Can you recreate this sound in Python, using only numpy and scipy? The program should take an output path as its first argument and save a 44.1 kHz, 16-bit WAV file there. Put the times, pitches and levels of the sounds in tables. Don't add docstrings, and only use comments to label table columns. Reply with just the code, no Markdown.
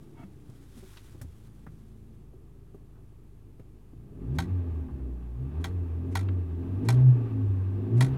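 import sys
import numpy as np
from scipy import signal
from scipy.fft import rfft, irfft, next_fast_len
from scipy.io import wavfile
from scipy.ndimage import uniform_filter1d, map_coordinates

SR = 44100
rng = np.random.default_rng(int(sys.argv[2]) if len(sys.argv) > 2 else 0)


def invert_db(x):
    u = np.asarray(x, float) / 20
    return 10 ** u


def to_wav(sig):
    pcm = np.clip(np.atleast_2d(sig), -1, 1) * 32767
    pcm = np.round(pcm).astype(np.int16)
    wavfile.write(sys.argv[1], SR, pcm.T)


N = 360363
T = np.arange(N) / SR

# (relative, per Hz)
MIC_HISS = [(290, -29.5), (500, -8), (807, -10.5), (1340, -9), (1460, -17), (1600, -14), (2850, -17),
            (3110, -17.5), (5090, -22), (12300, -20), (16000, -28)]
HISS_DB = -74.5

# time_s, level_db
RUSTLE = [(0.0, -74.5), (0.33, -75.5), (0.61, -70), (0.95, -60.5), (1.1, -65), (1.2, -69), (2.22, -81.5),
          (2.4, -104)]
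# (relative, per Hz)
CLOTH = [(470, -38), (800, -3), (1500, -1.5), (2100, -4.5), (2840, -6), (3510, -4.5), (4290, -8),
         (10800, -9), (16000, -17)]

# start_s, level_db, low_edge_hz, high_edge_hz, fade_by_60_db_s
TICKS = [(0.497, -62, 4000, 12000, 0.052), (0.773, -62, 1500, 12000, 0.36),
         (.970, -48.5, 1400, 4470, 0.085), (1.212, -49.5, 497.6, 2306, 0.066),
         (1.214, -49, 7100, 14200, 0.08), (1.666, -45.5, 346.8, 1860, 0.058),
         (2.744, -59, 350, 1170, 0.041), (2.955, -66, 698, 1500, 0.26), (3.597, -62.5, 450, 2600, 0.076),
         (4.885, -51.5, 586, 1400, 0.082), (4.994, -58, 697, 1500, 0.079), (6.286, -40, 800, 3000, 0.032)]
# start_s, level_db, ring_hz, fade_by_60_db_s, rise_s
KNOCKS = [(0.195, -41.5, 257, .1, 0.0036), (0.237, -41, 192, 0.25, 0.0015), (0.49, -41, 121, 0.14, 0.0035),
          (0.767, -36, 235, 0.079, 0.0049), (0.826, -35.5, 376, 0.088, 0.0068),
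          (1.144, -37.5, 360, 0.051, 0.0046), (1.213, -36.5, 116, 0.18, 0.00085),
          (1.232, -29.5, 78.4, 0.27, 0.024), (1.664, -37, 159, 0.25, 0.0012),
          (2.335, -43.5, 370, 0.095, 0.0018), (2.745, -39, 389.8, 0.058, 0.0012),
          (3.596, -39.5, 188, 0.064, 0.00056), (3.933, -45.5, 304, 0.072, 0.0012)]
SEAT_HZ, SEAT_FADE_S, SEAT_DB = 260, 0.07, -4
THUD_FADE_S, THUD_DB = 0.078, -2.5

# pitch_hz, width_hz, level_db (relative)
CREAK_MODES = [(684, 34, 9), (910, 26, 8), (1280, 120, -1), (2230, 34, 3), (2650, 56, -8), (3350, 36, -7.5)]
CREAK_S, CREAK_HOLD_S, CREAK_DB = 0.191, .05, -55.5
CREAK_RISE_DB_PER_S, CREAK_FALL_DB_PER_S = 354, 1000

# time_s, pitch_hz, level_db
WHINE = [(0, 346, -62), (.17, 328, -62), (.4, 301, -60), (.6, 276, -62), (.75, 264, -70)]
# time_s, pitch_hz, level_db
IDLE_WHINE = [(1.45, 263, -79), (1.7, 260.6, -64), (2.05, 260, -77), (2.2, 266, -79)]
# time_s, pitch_hz, level_db
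ENGINE_HUM = [(1.3, 221, -66), (1.55, 220, -60), (2.1, 219, -59), (2.3, 218, -66), (2.6, 216, -68)]

# start_s, ring_db, hiss_db, rebound_boost_db, rebound_spacing (1 = usual)
PEDAL = [(4.385, -31.5, -42, -2.5, .93), (5.641, -36, -45, -5.5, 0.69), (6.153, -31, -39.5, -0.5, 1.01),
         (6.886, -30, -37.5, -2.5, .99), (8.007, -29.5, -35.5, -1, 1.01)]
# delay_s, ring_db, hiss_db (levels against the hit)
REBOUNDS = [(0.0162, -10.5, -3.5), (0.038, -19, -14), (.055, -25, -21.5), (.074, -35.5, -31)]
# pitch_hz, width_hz, level_db (relative)
PEDAL_MODES = [(667, 34, 1.5), (780, 26, 1), (925, 85, 0.5), (1108, 60, 0), (1357, 49, 1), (1545, 60, 1),
               (1930, 67, 2), (2370, 88, -5), (3000, 85, -17.5), (3250, 86, -4), (3680, 630, -9),
               (4180, 390, -6.5), (4520, 200, -10), (5330, 70, -10), (6450, 180, -12), (8060, 180, -22.5),
               (12100, 1300, -23)]
# (relative, per Hz)
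PEDAL_HISS = [(1180, -27.5), (2000, -4), (2930, -15), (3280, -13.5), (4990, -15.5), (5490, -14.5),
              (10400, -15.5), (16000, -45.5)]
SLIDE_LEAD_S, SLIDE_S, SLIDE_DB = .025, 0.014, -23.5
KICK = 14 / 3

# time_s, firing_rate_hz
SPEED = [(0.0, 37.41), (0.49, 30.56), (0.97, 25.05), (1.25, 27.54), (1.74, 27.63), (3.38, 25.85),
         (3.92, 25.85), (4.09, 33.13), (4.19, 42.4), (4.34, 69.8), (4.43, 87), (4.5, 94), (4.65, 84.77),
         (4.85, 74.6), (5.03, 63), (5.2, 59.2), (5.36, 58.8), (5.5, 70.63), (5.64, 84.54), (5.72, 91.74),
         (5.88, 82.03), (5.96, 82.47), (6.15, 93.1), (6.24, 96.4), (6.36, 91.23), (6.48, 82.4), (6.56, 83),
         (6.8, 97.94), (6.91, 120.4), (6.97, 126), (7.03, 129.8), (7.1, 126.8), (7.2, 116.5), (7.4, 105.4),
         (7.56, 94.8), (7.67, 94.55), (7.87, 103), (7.99, 122.9), (8.05, 131.2), (8.17, 133)]
IDLE_HZ = 27
COAST_HZ_PER_S, PULL_HZ_PER_S = -30, 188
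LOAD_SMOOTH_S, LOAD_DELAY_S = 0.036, .015
OPEN_AT_LOAD = 0.72

# pitch_hz, level_db
BOOM_PULLING = [(40, -53), (56, -37.5), (68, -38.5), (74, -38), (80, -26), (89, -40), (95, -29.5),
                (102, -35.5), (108, -32.5), (117, -21), (128, -18), (130, -17.5), (133, -42)]
# pitch_hz, level_db
BOOM_COASTING = [(40, -62), (59, -37), (63.5, -32.5), (66, -47), (68.5, -33.5), (71.5, -52), (75, -34),
                 (79, -30), (83, -32.5), (90, -26.5), (95, -26.5), (104, -27), (112, -33), (118, -24),
                 (127, -13.5), (130, -18), (133, -26.5)]
# multiple, coasting_db, full_load_gain_db
UPPER = [(2, -52, 14), (3, -59, 13), (4, -63.5, 12)]
# pitch_hz, level_db
UPPER_PATH = [(80, -26), (110, -3.5), (130, 8), (143, 4.5), (170, -0.5), (190, 0.5), (220, -4), (240, -3),
              (263, 6), (285, 5.5), (310, -1.5), (350, 4), (385, -2), (420, 2), (530, -14)]
SING_HZ, SING_WIDTH_HZ, SING_DB = 219, 11, 11.5
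# multiple (of the firing rate), level_db (against the throb's base)
ORDERS = [(.5, -15), (1.5, -5.5), (2.5, -10), (3.5, -10), (4.5, -19.5), (5, -10)]
# multiple (of the firing rate), level_db
IDLE_ORDERS = [(1, -63.5), (2, -55), (2.5, -69), (3, -65.5), (4, -58.5), (5, -62), (6, -63.5), (7, -77)]
# pitch_hz, level_db
IDLE_PATH = [(25, -1.5), (55, -0.5), (72, -10.5), (85, -5), (105, -1.5), (140, 0), (200, -6)]
IDLE_LOAD_DB = 12
SPREAD = 11

# pitch_hz, level_db
CABIN = [(76, -35.5), (130, -9), (168, -4.5), (200, -10), (225, -4), (247, -5.5), (263, 11), (276, -2),
         (296, -8), (349, -2), (425, -8.5), (479, -13), (543, -25.5), (595, -16.5), (700, -23.5),
         (910, -62.5), (1540, -120)]
# (relative, per Hz)
IDLE_CABIN = [(24, -30), (40, -15), (123, -7.5), (199, -6.5), (408, -9.5), (519, -24.5), (700, -26.5),
              (910, -53), (1540, -120)]
# (relative, per Hz)
BULKHEAD = [(290, -4.5), (500, -0.5), (549, -7.5), (603, -8), (841, 0), (983, -7.5), (1170, -2.5),
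            (1390, -14), (1640, -14), (2350, -20), (2670, -17.5), (4130, -29), (6000, -39), (7800, -62.5),
            (13200, -120)]
# pitch_hz, width_hz, level_db (relative)
PANELS = [(840, 360, 1), (1090, 25, 2.5), (1560, 130, 2.5), (2630, 130, -0.5), (3500, 220, -10.5)]
# (relative, per Hz)
RUMBLE = [(12, -50), (25, -32.5), (45, 9), (70, 10.5), (110, 11.5), (150, -1), (220, -49.5)]
# dB at idle, dB per doubling of speed, dB gained at full load
THROB, ROAR, SHAKE = (-58, 9.44, 5.77), (-75, 9.98, 1.87), (-59, 7.7, 2.7)
IDLE_NOISE_DB, REV_NOISE_DB = -1.0, -3.5


def unit(x):
    return x / np.sqrt(np.mean(x ** 2) + 1e-20)


def curves(rows):
    times, *columns = np.transpose(rows)
    return [np.interp(T, times, column) for column in columns]


def during(rows):
    first, last = rows[0][0], rows[-1][0]
    return np.interp(T, [first - .02, first, last, last + .02], [0, 1, 1, 0])


def wobble(rate):
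    coarse = T[::64]
    points = rng.standard_normal(int(N * rate / SR) + 4)
    return np.interp(T, coarse, map_coordinates(points, [coarse * rate]))


def gain_along(spectrum, hz):
    f, db = np.transpose(spectrum)
    return invert_db(np.interp(np.log(hz + 1), np.log(f + 1), db))


def filtered(x, response):
    size = next_fast_len(len(x) + 8192)
    spectrum = rfft(x, size) * response(np.fft.rfftfreq(size, 1 / SR))
    return irfft(spectrum, size)[:len(x)]


def coloured(x, spectrum):
    return unit(filtered(x, lambda hz: gain_along(spectrum, hz)))


def resonant(x, modes):
    def response(f):
        total = 0
        for k, (centre, width, db) in enumerate(modes):
            damping = 1j * f * width
            total = total + (-1) ** k * invert_db(db) * damping / (centre * centre - f * f + damping)
        return total
    return filtered(x, response)


def tone(hz, db, lag=0):
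    turns = np.cumsum(hz) / SR
    return np.sqrt(2) * invert_db(db) * np.sin(2 * np.pi * (turns - lag))


def mic_hiss():
    return invert_db(HISS_DB) * coloured(rng.standard_normal(N), MIC_HISS)


def rustle():
    grain = unit(uniform_filter1d(rng.standard_normal(N), size=150))
    cloth = coloured(rng.standard_normal(N), CLOTH)
    level_db = curves(RUSTLE)[0] + 1.2 * grain + 1.6 * wobble(30)
    return during(RUSTLE) * invert_db(level_db) * cloth


def small_ticks():
    out, t = np.zeros(N + SR), np.arange(SR // 4) / SR
    strike = 1 - np.exp(-t / .0008)
    for start, db, low_hz, high_hz, fade in TICKS:
        burst = filtered(rng.standard_normal(len(t)),
                         lambda f: f / np.hypot(f, low_hz) / (1 + (f / high_hz) ** 6))
        out[round(start * SR):][:len(t)] += invert_db(db - 60 * t / fade) * strike * unit(burst)
    return out[:N]


def seat_knocks():
    out, t = np.zeros(N + SR), np.arange(SR // 4) / SR
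    thud_colour = [(50, -30.5), (120, 9), (420, -9), (800, -18.5), (2000, -44)]
    seat = invert_db(SEAT_DB - 60 * t / SEAT_FADE_S) * np.sin(2 * np.pi * SEAT_HZ * t)
    for start, db, hz, fade, rise in KNOCKS:
        noise = coloured(rng.standard_normal(len(t)), thud_colour)
        thud = invert_db(THUD_DB - 60 * t / THUD_FADE_S) * noise
        ring = invert_db(-60 * t / fade) * np.sin(2 * np.pi * hz * t)
        out[round(start * SR):][:len(t)] += invert_db(db) * (1 - np.exp(-t / rise)) * (ring + thud + seat)
    return out[:N]


def whine_and_hum():
    return sum(during(rows) * tone(*curves(rows)) for rows in (WHINE, ENGINE_HUM, IDLE_WHINE))


def creak():
    slips = rng.standard_normal(N) * invert_db(6.9 * rng.standard_normal(N))
    scrape = unit(resonant(slips, CREAK_MODES + [(1330, 530, -18.5)]))
    before_s = np.maximum(CREAK_S - T, 0)
    after_s = np.maximum(T - CREAK_S - CREAK_HOLD_S, 0)
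    return invert_db(CREAK_DB - CREAK_RISE_DB_PER_S * before_s - CREAK_FALL_DB_PER_S * after_s) * scrape


def pedal():
    t = np.arange(SR // 10) / SR
    shape = (1 - np.exp(-t / .0005)) * (np.exp(-(t / .007) ** 2) + .55 * np.exp(-t / .013))
    body, hiss, kick = np.zeros((3, N + SR))
    contacts = [(start, ring_db, hiss_db) for start, ring_db, hiss_db, *_ in PEDAL]
    for start, ring_db, hiss_db, boost, spacing in PEDAL:
        for delay, ring_change, hiss_change in REBOUNDS:
            contacts.append((start + spacing * delay, ring_db + ring_change + boost,
                             hiss_db + hiss_change + boost))
    for start, ring_db, hiss_db in contacts:
        body[round(start * SR):][:len(t)] += invert_db(ring_db) * shape
        hiss[round(start * SR):][:len(t)] += invert_db(hiss_db) * shape
        kick[round((start + .001) * SR):][:5] = KICK * invert_db(ring_db) * np.hanning(7)[1:-1]
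    slide = sum(invert_db(hiss_db + SLIDE_DB) * np.exp(-((T - start + SLIDE_LEAD_S) / SLIDE_S) ** 2)
                for start, _, hiss_db, *_ in PEDAL)
    noise = rng.standard_normal((2, N)) * invert_db(3.5 * rng.standard_normal((2, N)))
    ring = resonant(body[:N] * noise[0] + kick[:N], PEDAL_MODES)
    ring = ring / np.std(resonant(noise[0], PEDAL_MODES))
    return ring + (hiss[:N] + slide) * coloured(noise[1], PEDAL_HISS)


def engine_motion():
    hz = uniform_filter1d(curves(SPEED)[0], size=1800, mode="nearest")
    climb = uniform_filter1d(np.gradient(hz) * SR, int(LOAD_SMOOTH_S * SR), mode="nearest")
    climb = np.interp(T - LOAD_DELAY_S, T, climb)
    return hz, np.clip((climb - COAST_HZ_PER_S) / (PULL_HZ_PER_S - COAST_HZ_PER_S), 0, 1)


def engine_tones(hz, load, revving, throb_db):
    opened = np.minimum(load / OPEN_AT_LOAD, 1)
    cabin = gain_along(BOOM_COASTING, hz) ** (1 - opened) * gain_along(BOOM_PULLING, hz) ** opened
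    boom = cabin * tone(hz, 1.1 * wobble(25))
    upper, orders, idling = np.zeros((3, N))
    for k, db, gain in UPPER:
        nearness = np.exp(-((k * hz - SING_HZ) / SING_WIDTH_HZ) ** 2)
        level_db = db + gain * load + SING_DB * (1 - opened) * nearness + 3.44 * wobble(12)
        upper += gain_along(UPPER_PATH, k * hz) * tone(k * hz, level_db, lag=k ** 2 / SPREAD)
    for k, db in ORDERS:
        path = gain_along(CABIN, np.maximum(k * hz, 130))
        orders += path * tone(k * hz, throb_db + db + 4.6 * wobble(5))
    for k, db in IDLE_ORDERS:
        path = gain_along(IDLE_PATH, k * hz) ** (1 - opened)
        level_db = db + IDLE_LOAD_DB * load + 1.5 * wobble(2.93)
        idling += path * tone(k * hz, level_db, lag=k ** 2 / SPREAD)
    return np.sqrt(revving) * boom + revving * (upper + orders) + (1 - revving) * idling


def engine_throb(hz, revving):
    turns = np.cumsum(hz) / SR
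    fired = np.diff(np.floor(turns), prepend=0) * invert_db(2.2 * rng.standard_normal(N))
    beat = (1 + 0.045 * np.cos(2 * np.pi * turns)) * rng.standard_normal(N)
    drive = 0.15 * fired * np.sqrt(SR / hz) + beat
    idle = invert_db(IDLE_NOISE_DB) * coloured(drive, IDLE_CABIN)
    revved = invert_db(REV_NOISE_DB) * coloured(drive, CABIN)
    uneven_db = (1 + revving) * wobble(11)
    return invert_db(uneven_db) * ((1 - revving) * idle + revving * revved)


def engine_roar(hz):
    turns = np.cumsum(hz) / SR
    gated = (1 + 0.072 * np.cos(2 * np.pi * turns)) * rng.standard_normal((2, N))
    panels = resonant(resonant(gated[1], PANELS), [(1500, 3000, 0)])
    return invert_db(1.1 * wobble(22)) * (coloured(gated[0], BULKHEAD) + 0.27 * unit(panels))


def body_shake():
    return invert_db(2.5 * wobble(13)) * coloured(rng.standard_normal(N), RUMBLE)


def engine():
    hz, load = engine_motion()
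    revving = np.clip((hz - 36) / 18, 0, 1)
    throb_db, roar_db, shake_db = (idle_db + per_doubling * np.log2(hz / IDLE_HZ) + gain * load
                                   for idle_db, per_doubling, gain in (THROB, ROAR, SHAKE))
    tones = engine_tones(hz, load, revving, throb_db)
    noises = invert_db(throb_db) * engine_throb(hz, revving) + invert_db(roar_db) * engine_roar(hz)
    return tones + noises + invert_db(shake_db) * body_shake()


def scene():
    touches = rustle() + small_ticks() + seat_knocks()
    return (touches + whine_and_hum() + creak() + pedal() + engine())[None]


def top_cut(x):
    return signal.sosfilt(signal.butter(12, 16370, fs=SR, output="sos"), x)


def record(dry):
    mix = dry + mic_hiss() - .0019
    return top_cut(mix)


dry = scene()
out = record(dry)
to_wav(out)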